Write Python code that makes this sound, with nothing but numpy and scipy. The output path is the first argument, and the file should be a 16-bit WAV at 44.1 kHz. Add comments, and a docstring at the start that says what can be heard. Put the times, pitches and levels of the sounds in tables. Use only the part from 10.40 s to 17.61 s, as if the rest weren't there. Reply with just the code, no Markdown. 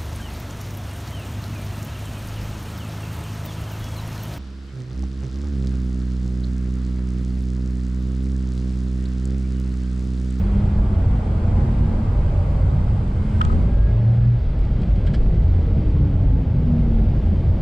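"""Inside an electric car at speed on a track: shaped noise makes the boom, roar and hiss all along.
From the start drive tones, wavering sines, glide up or down each on its own; near 2 s the tyres moan.
At about 3 s knocks and jolts, dying sines, shake the camera among the first ticks of ringing trim;
then a thin gear whine climbs and the stereo sound narrows almost to one microphone.
More ticks follow between 4 and 5 s, and the last drive tones sink. Gain control holds down the loud boom."""
import sys
import numpy as np
from scipy import signal
from scipy.io import wavfile
from scipy.ndimage import uniform_filter1d

SR = 44100
rng = np.random.default_rng(int(sys.argv[2]) if len(sys.argv) > 2 else 0)


def waveform_to_disk(signal):
    """Save audio, clipped to [-1, 1], as 16-bit WAV at the path in sys.argv[1]."""
    frames = np.transpose(np.atleast_2d(signal))
    scaled = np.clip(frames, -1, 1) * 32767
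    samples = np.round(scaled).astype(np.int16)
    wavfile.write(sys.argv[1], SR, samples)


def elevation(decibels):
    """Turn decibel levels (scalar or array-like) into linear amplitude ratios."""
    levels = np.asarray(decibels, float)
    return 10 ** (levels / 20)


N = 317961


def hump(x, centre, half):
    """A smooth bell of height 1 that falls to 1/e at half on either side of its centre."""
    return np.exp(-((x - centre) / half) ** 2)


def humps(t, rows):
    """Level curve in dB: the sum of the bells in rows of (time [s], half length [s], lift [dB])."""
    return sum(lift_db * hump(t, s, half) for s, half, lift_db in rows)


def wander(count, per_s):
    """Smooth chance of rms 1: eight sines of random phase, the fastest at per_s cycles a second."""
    rates = per_s * np.geomspace(.2, 1, num=8)
    starts = rng.random(8)
    turns = np.outer(np.arange(count) / SR, rates) + starts
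    return np.sin(2 * np.pi * turns).sum(axis=1) / 2


def stereo_width(t):
    """How far the two microphones differ: from wide down to a single signal."""
    # narrowing of the stereo image: (time [s], width [0-1])
    narrowing = [(0, 0.71), (3.1, 0.75), (3.4, 0.25), (3.56, 0.07), (3.8, 0.04), (4.202, 0.02), (4.6, 0.01),
                 (7.21, 0)]
    return np.interp(t, *np.transpose(narrowing))


def read(points, hz):
    """Reads a curve of (frequency [Hz], level [dB]) along a logarithmic frequency axis."""
    f, level_db = np.transpose(points)
    return np.interp(np.log(hz + 1), np.log(f + 1), level_db)


def noise(field_db, patchy_db):
    """Random short-time spectra under a dB field of bins x frames, with drifting patches."""
    real, imaginary, patches = rng.standard_normal((field_db.shape[1], 4097, 3)).T
    patches = uniform_filter1d(patches, size=12, axis=0)
    patches = uniform_filter1d(patches, size=3, axis=1)
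    spectra = (real + 1j * imaginary) * elevation(field_db + patchy_db * patches / patches.std())
    return signal.istft(spectra, nperseg=8192, noverlap=6144)[1][:N]


def band_db(db, hz, lo_hz, hi_hz):
    """Power of a spectrum inside a band, scaled as noise() plays it."""
    inside = (hz > lo_hz) & (hz < hi_hz)
    return 10 * np.log10(np.sum(elevation(db[inside]) ** 2, axis=0)) + 3.45


def cabin_levels(t, load_db):
    """Levels in dB of boom, drone, hum, roar, rush and hiss: each follows the tyre load by its own share."""
    # boom, drone, hum, roar, rush, hiss: (level in stereo [dB], level in mono [dB], share of load [0-1])
    parts = [(-20.5, -19, 0.12), (-20.5, -22, 0.59), (-37, -37.5, 0.54), (-41, -41, 0.96),
             (-53.5, -54, 0.23), (-67, -73.5, .2)]
    # slow swells and lulls of boom, drone and hum: (time [s], half length to 1/e [s], lift [dB])
    boom_heaves = [(0.134, .1, 3.5), (.3, .04, -3), (0.416, 0.049, 2), (.7, 0.08, 6.5),
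                   (0.887, 0.098, -7.5), (1.5, 0.19, 4.5), (3.422, 0.1, 9.5), (3.75, 0.2, -8),
                   (4.19, 0.25, 5.5), (4.615, 0.072, -1), (4.812, 0.074, 7), (5.88, 0.11, 2.5),
                   (6.106, 0.096, -11.5), (5.403, 0.1, 4), (6.332, 0.16, 4), (6.748, 0.11, 2.5),
                   (7.099, 0.055, 1.5)]
    drone_surges = [(.1, 0.066, -5), (1.96, 0.092, 0.5), (2.36, 0.14, 4.5), (2.75, 0.19, -2),
                    (3.45, 0.055, 0), (4.102, 0.17, -3), (4.72, 0.24, 1), (4.88, 0.066, -6),
                    (5.62, 0.23, 4.5), (6.11, 0.09, 6), (7.12, 0.2, 5)]
    hum_swells = [(.35, .12, -1.5), (2.0, 0.38, -3.5), (3.23, 0.068, 2.5), (3.85, 0.25, -7),
                  (4.86, 0.16, 3), (6.099, 0.11, -4), (6.5, 0.36, 1)]
    # gusts and lulls of the air: (time [s], half length to 1/e [s], lift [dB])
    air_gusts = [(.05, 0.29, 3), (3.05, 0.19, 4), (4.701, 0.54, 1.5), (6.0, 0.34, -2.5), (7.1, 0.19, 0)]
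    gusts = humps(t, air_gusts)
    rush = 0.66 * gusts  # a gust reaches the duller rush in part
    swells = [humps(t, boom_heaves), humps(t, drone_surges), humps(t, hum_swells), 0, rush, gusts]
    wide = stereo_width(t)
    return [single + (pair - single) * wide + share * load_db + swell
            for (pair, single, share), swell in zip(parts, swells)]


def tyre_moan(t, hz):
    """Lift in dB of a narrow band of the noise while the tyres moan."""
    # (time [s], half length to 1/e [s], frequency [Hz], half width to 1/e [Hz], lift [dB])
    s, half, moan_hz, half_width_hz, moan_db = (2.14, 0.33, 576, 80, 7.2)
    return moan_db * np.outer(hump(hz, moan_hz, half_width_hz), hump(t, s, half))


def cabin():
    """Noise of tyres and air through cabin resonances, six parts in one spectrum; returns sum and difference."""
    # colour of the noise in stereo, in mono and between the microphones: (frequency [Hz], relative level [dB])
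    pair_colour = [(12, -32.5), (22, -7), (40, -9.5), (100, -3), (180, -17.5), (250, -23.5), (420, -33),
                   (830, -34.5), (1720, -49.5), (3500, -61.5), (5600, -69.5), (8400, -71.5), (10400, -77.5),
                   (12500, -89.5), (15500, -100)]
    single_colour = [(12, -30), (22, -9), (40, -8), (100, -5), (200, -13), (330, -25), (614, -31.5),
                     (830, -37.5), (1010, -43.5), (1720, -47.5), (3640, -58), (6200, -70.5), (8400, -79),
                     (11500, -87.5), (15500, -104)]
    between_colour = [(24, -39), (40, -7), (91, -1), (179, -16.5), (301, -10.5), (438, -18.5), (591, -9),
                      (686, -9.5), (949, -8), (1410, -16.5), (3390, -34), (8310, -41.5), (9890, -46),
                      (14400, -76.5), (15500, -90)]
    # air and panel resonances: (frequency [Hz], width at half the lift [Hz], lift or dip [dB])
    resonances = [(36.6, 22, 0), (51.9, 8.3, 11), (67.1, 10, -8.5), (82.9, 7.5, 7.5), (105.3, 14, -3.5),
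                  (365, 64, 2.5), (474, 75, 3), (645, 69, 2), (702, 53, -3), (830, 94, 1.5),
                  (1790, 97, -4.5), (2120, 130, 2), (3160, 250, 2), (4720, 970, 4), (7830, 1800, 6),
                  (9250, 400, -0.5), (9800, 580, 5.5), (10400, 340, -5.5), (11350, 510, 1)]
    # how hard the tyres press on the road, taken against its mean: (time [s], tyre load [dB])
    road = [(0.03, -43), (1.17, -39.5), (1.19, -33.5), (1.21, -37), (1.31, -40), (2.04, -40.5),
            (2.76, -43.5), (3.18, -42.5), (3.75, -41), (3.87, -45), (4.54, -42), (4.66, -42.5),
            (4.99, -41.5), (7.1, -41)]
    t = np.arange(N // 2048 + 5) * 2048 / SR
    hz = np.fft.rfftfreq(8192, 1 / SR)
    load_db = np.interp(t, *np.transpose(road))
    load_db -= load_db.mean()

    lift = sum(db / (1 + (2 * (hz - f) / w) ** 2) for f, w, db in resonances)
    wide = stereo_width(t)
    colour = np.outer(read(pair_colour, hz) + lift, wide)
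    colour += np.outer(read(single_colour, hz) + lift, 1 - wide)

    # each part is brought to its level inside its own band
    bands_hz = [(20, 70), (70, 140), (260, 480), (480, 1100), (1800, 5500), (6000, 11000)]
    gains = [db - band_db(colour, hz, *band) for db, band in zip(cabin_levels(t, load_db), bands_hz)]
    # each part hands over to the next around an edge
    edges_hz = (68, 170, 480, 1300, 5700)
    above = [1] + [1 / (1 + (edge / (hz + 1)) ** 6) for edge in edges_hz] + [0]
    colour += sum(np.outer(above[k] - above[k + 1], gain) for k, gain in enumerate(gains))
    colour += tyre_moan(t, hz)

    mid = noise(colour, patchy_db=1.24)
    side_colour = read(between_colour, hz) + .6 * lift
    side = noise(side_colour[:, None] + .6 * load_db, patchy_db=1.4)
    return mid, elevation(-45) * side / side.std()


def trim_ring(t, bright_db):
    """Dying sines of the plastic modes, tilted about 2 kHz by bright_db per octave."""
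    # modes of the trim: (frequency [Hz], relative level [dB], time to fall 60 dB [s])
    modes = [(1240, -7, 0.0098), (1420, -1.5, 0.018), (1660, 3, 0.014), (1990, -0.5, 0.0091),
             (2250, 0, 0.012), (3060, 1, 0.0083), (3299, 1, 0.009), (3850, -1, 0.0045), (4460, -3.5, 0.006),
             (4970, -6.5, 0.0088), (5750, -13.5, 0.0059), (6900, -17, 0.007), (7770, -17.5, 0.0068),
             (8300, -19, 0.006), (11400, -45.5, .005)]
    contact_s, top_hz = .0002, 13000
    ring = np.zeros(len(t))
    for k, (hz, db, t60) in enumerate(modes):
        sign = -(-1) ** k  # neighbouring modes swing against each other
        level = elevation(db + bright_db * np.log2(hz / 2000) - 60 * t / t60)
        ring += sign * level * np.sin(2 * np.pi * hz * t)
    dull = signal.butter(8, top_hz, fs=SR, output="sos")
    return signal.sosfilt(dull, ring * np.minimum(t / contact_s, 1) ** 2)


def trim():
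    """Each tick is a strike and a short dying run of slips that ring the trim; returns sum and difference."""
    # ticks: (time [s], peak level [dB], brightness [dB per octave], decay of the slips to 1/e [s])
    ticks = [(3.012, -32, -15, 0.002), (3.0146, -22.5, -2.5, 0.00065), (3.0499, -34, 10, 0.00044),
             (3.052, -42, 5, .002), (3.12, -47, 10, 0.0014), (4.191, -50, 9, 0.002), (4.251, -55, 10, .002),
             (4.415, -50, 9, 0.003), (4.419, -47, 4, 0.0062), (4.431, -44, -2, 0.006),
             (4.558, -46.5, 2, 0.007), (4.665, -43, 13.5, 0.0015), (4.669, -40.5, 1, 0.0068),
             (4.674, -40, -3, .005), (4.68, -51, 6, 0.0035), (4.684, -45, -1, 0.0071),
             (4.735, -42, 6, 0.0045), (4.739, -37.5, -2, 0.0058), (4.743, -40.5, 6, 0.0042),
             (4.748, -38, 5, .005), (4.756, -44, -2, .008)]
    rise_s = 0.00013  # slips set in sharply
    strike = 6.  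# first slip against the later ones
    sharp_s = .0015  # ticks that die sooner than this get the full strike
    out, t = np.zeros(N), np.arange(1500) / SR
    onset = 100  # sample of the strike within a burst
    since = t - t[onset]
    all_slips = rng.standard_normal((len(ticks), 1500))
    for (s, db, bright_db, decay_s), slips in zip(ticks, all_slips):
        burst = slips * np.exp(-np.where(since < 0, -since / rise_s, since / decay_s))
        burst[onset] = strike * min(1, sharp_s / decay_s)  # a long rustle has a softer first blow
        sound = signal.fftconvolve(burst, trim_ring(t, bright_db))
        out[round(s * SR) - onset:][:len(sound)] += elevation(db) * sound / np.abs(sound).max()
    return np.array([out, -0.91 * out])  # a negative difference leans to the right


def jolts():
    """Each jolt of the camera is a dull push that swings back and dies, opposite in the two microphones."""
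    # jolts: (time [s], starting level [dB], frequency [Hz], time to fall 60 dB [s])
    pushes = [(3.039, -21.5, 130, .05), (3.061, -17, 56, 0.11), (3.123, -16, 75, 0.054),
              (3.148, -21, 37.1, 0.46)]
    out, t = np.zeros(N), np.arange(SR // 2) / SR
    for s, db, hz, t60 in pushes:
        out[round(s * SR):][:len(t)] -= elevation(db - 60 * t / t60) * np.sin(2 * np.pi * hz * t)
    return out


def knocks():
    """Each knock rings the camera housing after a soft start; returns sum and difference."""
    # knocks: (time [s], peak level [dB], share that reaches the sum [0-1])
    blows = [(3.009, -27, 0.091), (3.01, -13, 0.097), (3.04, -28, .05), (3.048, -31, 0.085),
             (3.068, -28, 0.086), (3.099, -26, 0.21), (3.124, -28, 0.17)]
    # modes of the housing: (frequency [Hz], relative level [dB], time to fall 60 dB [s])
    housing = [(800, -8, .01), (1070, 0, 0.01), (1264, -6, 0.043), (1470, -8.5, 0.013)]
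    out, t = np.zeros((2, N)), np.arange(3000) / SR
    soft_start = np.sin(np.pi / 2 * np.minimum(t / 0.002, 1)) ** 2
    ring = soft_start * sum(elevation(db - 60 * t / t60) * np.sin(2 * np.pi * hz * t) for hz, db, t60 in housing)
    ring /= np.abs(ring).max()
    for s, db, both in blows:
        out[:, round(s * SR):][:, :len(t)] += np.outer([both, 1], elevation(db) * ring)
    return out


def glide(start, end, first_hz, last_hz, db, ease, waver):
    """One gliding sine of slightly wavering pitch and level that swells and dips at set times."""
    # swells and dips of the tone: (time [s], pitch of the tone meant [Hz], half length to 1/e [s], lift [dB])
    tone_swells = [(0.05, 199, 0.53, 7), (0.49, 209, 0.17, -0.5), (2.81, 203, 0.065, 5),
                   (3.2, 172, 0.11, 4.5), (3.93, 205, 0.13, 1), (3.702, 118, 0.18, 7.5),
                   (3.908, 120, 0.16, 6), (3.15, 1580, .12, -7), (3.31, 1612, 0.04, 3),
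                   (3.457, 1635, 0.11, 9), (3.53, 1650, .03, 0), (3.588, 1660, 0.034, -8),
                   (3.723, 1690, .12, -5), (5.125, 158, 0.22, 7), (5.273, 456, 0.079, 12),
                   (5.283, 322, 0.08, -4), (5.906, 268, 0.17, 0), (5.602, 298, 0.12, 3),
                   (6.436, 234, 0.24, 12), (6.5, 151, 0.27, 10)]
    pitch_reach = .08  # a swell applies to tones within this share of its pitch
    at = np.arange(round(max(start, 0) * SR), round(end * SR))
    t = at / SR
    # an ease above 1 slows the glide towards its end
    hz = last_hz + (first_hz - last_hz) * np.clip((end - t) / (end - start), 0, 1) ** ease
    swell_db = 0
    for s, near_hz, half, lift_db in tone_swells:
        applies = abs(np.interp(s, t, hz) / near_hz - 1) < pitch_reach
        swell_db = swell_db + lift_db * hump(t, s, half) * applies
    turns = np.cumsum(hz * (1 + waver * wander(len(at), per_s=12))) / SR + rng.random()
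    head_start_s = 0.13 * (start < .05)  # a tone of the first moment is already sounding
    fade = np.clip(np.minimum(t + head_start_s - start, end - t) / 0.11, 0, 1)
    throb_db = 1.7 * wander(len(at), per_s=14)  # the level trembles too
    out = np.zeros(N)
    out[at] = np.sqrt(2) * elevation(db + swell_db + throb_db) * fade * np.sin(2 * np.pi * turns)
    return out


def drive():
    """Drive tones, each gliding up or down on its own, and a steadier gear whine; returns sum and difference."""
    # drive tones, gear whine, and a tone that is opposite in the two microphones:
    # (start [s], end [s], first pitch [Hz], last pitch [Hz], level before swells and throb [dB rms])
    drive_tones = [(0, 1.74, 197, 221.9, -37.5), (2.299, 2.8, 200, 198, -40.5),
                   (2.74, 3.41, 198, 236.3, -36.5), (3.08, 3.97, 160, 205.2, -37),
                   (3.33, 4.03, 105, 120, -28.5), (2.95, 3.74, 365, 408.7, -49.5),
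                   (3.05, 3.78, 535, 603, -52), (2.95, 3.4, 735, 789, -56), (3.3, 3.6, 625, 662, -55),
                   (3.5, 3.8, 720, 760, -56.5), (4.4, 5.15, 173, 157.8, -39), (5.1, 5.4, 468, 454, -54.5),
                   (5.15, 6.58, 224, 146.4, -38.5), (5.22, 7.0, 330.2, 208.2, -40.5),
                   (5.85, 6.08, 486, 473, -44)]
    gear_whine = (2.85, 3.97, 1515, 1720, -64)
    cross_tone = (1.95, 2.68, 313, 291, -50)
    rise_ease, fall_ease = 1.6, 1.45
    tones = np.zeros(N)
    for row in drive_tones:
        rises = row[3] > row[2]
        tones += glide(*row, ease=rise_ease if rises else fall_ease, waver=0.0041)
    # a share of the slope shifts the tones in time between the microphones: they arrive from one side
    shift_s = .00005
    across = glide(*cross_tone, ease=fall_ease, waver=.0035) + shift_s * SR * np.gradient(tones)
    whine = glide(*gear_whine, ease=1.2, waver=0.0012)
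    return np.array([tones + whine, across])


def scene():
    """Turns sum and difference into two microphones; the difference fades with the stereo width."""
    mid, side = np.array(cabin()) + trim() + knocks() + drive()
    side = side + jolts() - .04 * mid  # the right microphone is a little more sensitive
    side = stereo_width(np.arange(N) / SR) * side
    return np.array([mid + side, mid - side])


def top_cut(x):
    """Nothing passes above the cut-off."""
    return signal.sosfilt(signal.butter(12, 15690, fs=SR, output="sos"), x)


def record(dry):
    """Gain control halves in dB what rises over its threshold; a soft limiter rounds the peaks."""
    threshold_db, gain_db, recovery_db_per_s = -18.0, 5.0, 60.
    power_db = 10 * np.log10(abs(uniform_filter1d((dry ** 2).mean(0), size=800)) + 1e-12)
    fall = np.arange(N) * recovery_db_per_s / SR
    envelope_db = np.maximum.accumulate(power_db + fall) - fall  # rises at once, falls steadily
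    over_db = np.maximum(envelope_db - threshold_db, 0)
    held = dry * elevation(gain_db - .5 * uniform_filter1d(over_db, size=400))
    held = held * np.minimum(np.arange(N) / (0.0013 * SR), 1)  # soft start
    mix = 0.68 * np.tanh(held / 0.66)
    return top_cut(mix)


dry = scene()
out = record(dry)
waveform_to_disk(out)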